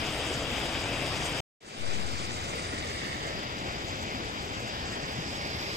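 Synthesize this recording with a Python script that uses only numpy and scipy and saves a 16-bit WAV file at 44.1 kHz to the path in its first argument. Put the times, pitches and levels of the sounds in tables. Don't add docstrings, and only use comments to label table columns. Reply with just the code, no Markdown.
import sys
import numpy as np
from scipy import signal
from scipy.fft import rfft, irfft
from scipy.io import wavfile
from scipy.ndimage import uniform_filter1d, map_coordinates

SR = 44100
rng = np.random.default_rng(int(sys.argv[2]) if len(sys.argv) > 2 else 0)


def digitize_waveform(pressure):
    field = np.atleast_2d(pressure).T
    bounded = np.clip(field, -1, 1)
    quanta = np.round(bounded * 32767).astype(np.int16)
    wavfile.write(sys.argv[1], SR, quanta)


N = 254016

# freq_hz, density_db (dB per Hz)
FRONT_RUSH = [(20, -70), (58, -58.5), (90, -58.5), (140, -58.5), (185, -66.5), (280, -60.5), (380, -63.5),
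              (680, -63.5), (950, -68.5), (1600, -69), (3200, -66), (4200, -77), (4800, -73), (5600, -76),
              (7000, -85), (15500, -110)]
ASIDE_RUSH = [(20, -76), (42, -67.5), (80, -60), (200, -65), (270, -65.5), (500, -67), (760, -67.5),
              (980, -70.5), (1400, -72), (2100, -72), (3300, -74), (4400, -74.5), (5600, -80), (7000, -82),
              (9500, -109)]
# freq_hz, ratio_db
FRONT_DIRECT = [(200, -2.5), (700, 7.0), (1700, -6.0), (2400, 8.5), (3100, -7), (3900, 3), (4500, -12.5)]
ASIDE_DIRECT = [(250, 7.0), (750, 9), (1300, 6.0), (2400, 1.0), (3400, 0.5), (5200, -0.5)]
# freq_hz, gain_db
LEFT_PORT = [(3500, -0.5), (3900, -2), (4220, -7.5), (4520, -0.8), (4820, 2.5), (5200, 0), (5900, -14.5),
             (8000, -14)]
RIGHT_PORT = [(100, -3.5), (2400, -3.5), (3600, -3.5), (4250, -8), (4750, -4.5), (5300, -1.8), (6000, -4.5),
              (9000, -7.5)]
# freq_hz, gain_db
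FRONT_RIGHT = [(900, 0), (1800, -2.5), (2500, 0.3), (3050, -5.5), (3850, 4.5), (4250, 2.5), (5000, -1)]
ASIDE_RIGHT = [(850, 0), (1250, 0), (1750, -0.8), (2250, 0.5), (2800, 0.4), (3400, 0.3), (4200, -0.8),
               (5000, 0.6)]
# time_s, lag_ms, level_db
REFLECTION = [(1.9, 1.06, -22), (3.1, 1.24, -7), (3.6, 1.12, -17), (4.4, 1.05, -18), (5.2, 0.7, -28)]
# freq_hz, gain_db
REFLECTION_COLOUR = [(450, -14), (900, -4), (1900, 16.5), (3000, -1), (6000, -8)]
# start_s, pitch_hz, level_db, t60_s
PLOPS = [(2.552, 453, -29, 0.099), (2.838, 1230, -40, 0.06), (5.186, 171, -23, 0.049)]
# freq_hz, density_db (dB per Hz)
SPRAY = [(4500, -112), (5700, -80.5), (6400, -80), (8100, -80), (9100, -86), (10200, -97.5), (12000, -118)]
MIST = [(7000, -120), (9500, -104), (11300, -100.5), (13000, -102), (15500, -106)]
# start_s, end_s, left_db, right_db
SPRAY_SPELLS = [(.72, 1.0, 0.5, -2.5), (3.197, 5.762, -1.5, -6.5)]
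# freq_hz, density_db (dB per Hz)
BREEZE = [(25, -76.0), (55, -69.5), (120, -96.5), (400, -115), (2000, -150)]
# freq_hz, share_db (how much of the band is lifted)
RIGHT_TREBLE = [(700, -32), (1400, 0), (2400, 2.5), (3400, -2.5), (4300, -11.0), (5300, 9.0), (6200, -20)]
LEFT_MIDDLE = [(400, -9), (1500, -16), (2700, 2.5), (3600, 1), (4200, -26)]
LEFT_DUCT = [(3000, -30), (3950, 2), (4800, 2.5)]
DEEP_BASS = [(12, -20), (40, -1), (110, 0), (220, -19), (600, -50)]

CUT_S = 1.5
PORT_GAP_S = 0.00041
STOP_S, RESUME_S, FADE_IN_S = 1.404, 1.605, 0.31
FADE_CURVE = 0.79
PAUSE_DB, RESUME_DB = -80, -31.5
BASS_LATE_DB, BASS_LATE_S = -14, 0.25
TOP_HZ = 15700
FRONT_LAG_MS, ASIDE_LAG_MS, SWING_MS, TURN_MS = -0.03, 0.4773, 0.077, 0.07
SWING_S, SWING_LENGTH_S = 3.09, 0.23
TURN_S, TURN_LENGTH_S = 4.99, 0.73
OPEN_S, OPEN_LENGTH_S = 4.6, 0.96
TURN_SHADOW_DB, TURN_DUCT_DB = -2, 4.5
TURN_TREBLE_DB, TURN_SPRAY_DB, TURN_MIST_DB = 4, 5, 5.5
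FRONT_DUCT_DB, ARRIVAL_DUCT_DB, SETTLE_S = 1, 2, 2.4
GURGLE_LOW_HZ, GURGLE_HIGH_HZ, GURGLE_CYCLES, GURGLE_RISE = 200, 1480, 41, 0.078
GURGLE_DB, GURGLE_SPREAD_DB, GURGLE_TILT_DB = -35, 9.5, -6
SPRAY_LEFT_DB, SPRAY_RIGHT_DB, MIST_DB = (-5.2, -11.5), (-1.6, -1.4), (3, -3.5)
MIST_SIDE_DB = -10.5
SPELL_TOP_HZ, SPELL_WIDTH_HZ, SPELL_TOP_FACTOR = 8200, 300, 3
SPELL_EDGE_S = 0.18
PUFF_S, PUFF_DB, PUFF_ATTACK_S, PUFF_RELEASE_S = 1.76, -19.5, 0.05, 0.26


def direct():
    water = churn(bubble_share=0.33, per_s=400, cycles=7.9, spread_db=3.5, flicker_db=1.0, flicker_rate=26)
    return at_ports(water * slosh(swell_db=-0.33, splash_db=0.68, splash_rate=50))


def scattered():
    mid, side = (
        churn(bubble_share=0.27, per_s=500, cycles=4.9, spread_db=3, flicker_db=2.0, flicker_rate=28)
        for _ in range(2)
    )
    likeness = np.sinc(2 * freqs() * PORT_GAP_S)
    mid = irfft(rfft(mid) * np.sqrt((1 + likeness) / 2), N)
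    side = irfft(rfft(side) * np.sqrt((1 - .96 * likeness) / 2), N)
    return np.array([mid + side, mid - side])


def rush(near, far, spectrum, direct_db):
    hz, db = np.transpose(direct_db)
    ratio = undb(np.interp(np.log(freqs()), np.log(hz), db))
    mixed = (rfft(near) * ratio + rfft(far)) / np.sqrt(1 + ratio ** 2)
    return colour(irfft(mixed, N), spectrum)


def churn(bubble_share, per_s, cycles, spread_db, flicker_db, flicker_rate, count=18):
    foam, out = rfft(rng.standard_normal(N)) * np.sqrt(SR / 2), 0
    edges = np.r_[0, np.geomspace(45, 16000, count)]
    share = np.clip(bubble_share, 0, 1)
    for lo, hi in zip(edges[:-1], edges[1:]):
        band = irfft(foam * ((freqs() >= lo) & (freqs() < hi)), N)
        rings = np.sqrt(hi - lo) * bubbles((lo + hi) / 2, per_s, cycles, spread_db)
        mixed = np.sqrt(1 - share) * band + np.sqrt(share) * rings
        out = out + mixed * undb(flicker_db * walk(flicker_rate))
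    return out


def bubbles(hz, per_s, cycles, spread_db):
    number = int(per_s * np.sqrt(hz / 1000) * N / SR) + 1
    chance = rng.random((number, 3))
    strength = undb(-spread_db * np.log(np.maximum(chance[:, 1], .005)))
    polarity = np.sign(chance[:, 2] - .5)
    births = np.bincount((chance[:, 0] * N).astype(int), strength * polarity, N)
    pole = np.exp((2j * np.pi - np.log(1000) / cycles) * hz / SR)
    ring = signal.lfilter([1, 0, -1], [1, -2 * pole.real, abs(pole) ** 2], births)
    return ring / ring.std()


def slosh(swell_db, splash_db, splash_rate):
    return undb(swell_db * walk(3.68) + splash_db * walk(splash_rate))


def reflection(x):
    t = np.arange(N) / SR
    s, lag_ms, db = np.transpose(REFLECTION)
    mirrored = colour(x, REFLECTION_COLOUR)
    return -delay(mirrored, np.interp(t, s, lag_ms)) * undb(np.interp(t, s, db))


def gurgles(count=90):
    out, age = np.zeros(N + SR), np.arange(SR // 4) / SR
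    for when, pitch, size in rng.random((count, 3)):
        hz = GURGLE_LOW_HZ * (GURGLE_HIGH_HZ / GURGLE_LOW_HZ) ** pitch
        start = int(when * N)
        life = age * hz / GURGLE_CYCLES
        rise = 1 + GURGLE_RISE * np.minimum(life, 1) / 2
        ring = np.sin(2 * np.pi * hz * age * rise) * (1 - np.exp(-age * hz))
        level = undb(GURGLE_DB - GURGLE_SPREAD_DB * size + GURGLE_TILT_DB * pitch)
        out[start:start + len(age)] += ring * np.exp(-np.log(1000) * life) * level
    return at_ports(out[:N])


def plops():
    out = 0
    for s, hz, db, t60 in PLOPS:
        age = np.maximum(np.arange(N) / SR - s, 0)
        onset = 1 - np.exp(-age / 0.0016)
        decay = np.exp(-np.log(1000) * age / t60)
        out = out + undb(db) * np.sin(2 * np.pi * hz * age) * onset * decay
    return out * undb([[0], [-2.5]])


def spray():
    drops = churn(bubble_share=0.27, per_s=650, cycles=9.1, spread_db=4.5, flicker_db=2.0, flicker_rate=43)
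    drops = drops * slosh(swell_db=0.5, splash_db=1.4, splash_rate=60)
    left_db = by_spot(*SPRAY_LEFT_DB) + TURN_SPRAY_DB * turn()
    port_db = np.array([left_db, by_spot(*SPRAY_RIGHT_DB)])
    spell_db = 0
    for start, end, left, right in SPRAY_SPELLS:
        spell = ramp(start, SPELL_EDGE_S) - ramp(end, SPELL_EDGE_S)
        spell_db = spell_db + np.outer([left, right], spell)
    fizz = colour(drops, SPRAY)
    top = irfft(rfft(fizz) * (1 + np.tanh((freqs() - SPELL_TOP_HZ) / SPELL_WIDTH_HZ)) / 2, N)
    shifted = (fizz - top) * undb(spell_db) + top * undb(SPELL_TOP_FACTOR * spell_db)
    return shifted * undb(port_db)


def mist():
    shared, apart = (
        churn(bubble_share=0.35, per_s=600, cycles=13, spread_db=3.8, flicker_db=1.8, flicker_rate=60)
        for _ in range(2)
    )
    droplets = shared + np.outer([1, -1], apart) * undb(MIST_SIDE_DB)
    droplets = droplets * slosh(swell_db=0.5, splash_db=1.7, splash_rate=70)
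    return colour(droplets, MIST) * undb(by_spot(*MIST_DB) + TURN_MIST_DB * turn())


def puff():
    age = np.maximum(np.arange(N) / SR - PUFF_S, 0)
    swell = (1 - np.exp(-age / PUFF_ATTACK_S)) ** 2
    push = undb(PUFF_DB) * swell * np.exp(-age / PUFF_RELEASE_S)
    return np.outer([1, 0], push)


def breeze():
    eddies = rng.standard_normal((2, N)) * np.sqrt(SR / 2) * undb(2.0 * walk(5.5))
    return colour(eddies, BREEZE)


def at_ports(x):
    aside_ms = ASIDE_LAG_MS - SWING_MS * ramp(SWING_S, SWING_LENGTH_S) - TURN_MS * turn()
    return np.array([delay(x, by_spot(FRONT_LAG_MS, aside_ms)), x])


def turn():
    return ramp(TURN_S, TURN_LENGTH_S)


def by_spot(front, aside):
    return np.where(np.arange(N) / SR < CUT_S, front, aside)


def ramp(start_s, length_s):
    return np.clip((np.arange(N) / SR - start_s) / length_s, 0, 1)


def walk(rate):
    k = max(int(SR / rate), 1)
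    held = np.repeat(rng.standard_normal(N // k + 2), k)
    return 1.3 * uniform_filter1d(uniform_filter1d(held, k), k)[:N]


def delay(x, lag_ms):
    return map_coordinates(x, [np.arange(N) - lag_ms * SR / 1000], order=3, mode="nearest")


def lift(x, band, db):
    return x + (undb(db) - 1) * colour(x, band)


def colour(x, points):
    hz, db = np.transpose(points)
    return irfft(rfft(x) * undb(np.interp(np.log(freqs()), np.log(hz), db)), N)


def freqs():
    return np.maximum(np.arange(N // 2 + 1) * SR / N, 1)


def undb(db):
    return 10 ** (np.asarray(db) / 20)


def scene():
    near, far = direct(), scattered()
    front = rush(near, far, FRONT_RUSH, FRONT_DIRECT)
    aside = rush(near, far, ASIDE_RUSH, ASIDE_DIRECT)
    left = by_spot(front[0], aside[0])
    aside_right = aside[1] + reflection(aside[1])
    right = by_spot(colour(front[1], FRONT_RIGHT), colour(aside_right, ASIDE_RIGHT))
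    right = lift(right, RIGHT_TREBLE, TURN_TREBLE_DB * ramp(OPEN_S, OPEN_LENGTH_S))
    left = lift(left, LEFT_MIDDLE, TURN_SHADOW_DB * turn())
    arrival = by_spot(0, 1 - ramp(RESUME_S, SETTLE_S))
    duct_db = TURN_DUCT_DB * turn() + ARRIVAL_DUCT_DB * arrival + by_spot(FRONT_DUCT_DB, 0)
    left = lift(left, LEFT_DUCT, duct_db)
    pool = gurgles()
    water = np.array([colour(left + pool[0], LEFT_PORT), colour(right + pool[1], RIGHT_PORT)])
    return water + spray() + mist() + plops() + breeze() + puff()


def record(dry):
    t = np.arange(N) / SR
    start = undb(RESUME_DB)
    rise = start + (1 - start) * ramp(RESUME_S, FADE_IN_S) ** FADE_CURVE
    fade_in = np.where(t < RESUME_S, undb(PAUSE_DB), rise)
    thinned = lift(dry, DEEP_BASS, BASS_LATE_DB * (1 - ramp(RESUME_S, BASS_LATE_S)))
    joined = np.where(t < STOP_S, dry, thinned * fade_in)
    low_pass = signal.ellip(10, .1, 80, TOP_HZ, fs=SR, output="sos")
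    return signal.sosfilt(low_pass, joined)


dry = scene()
out = record(dry)
digitize_waveform(out)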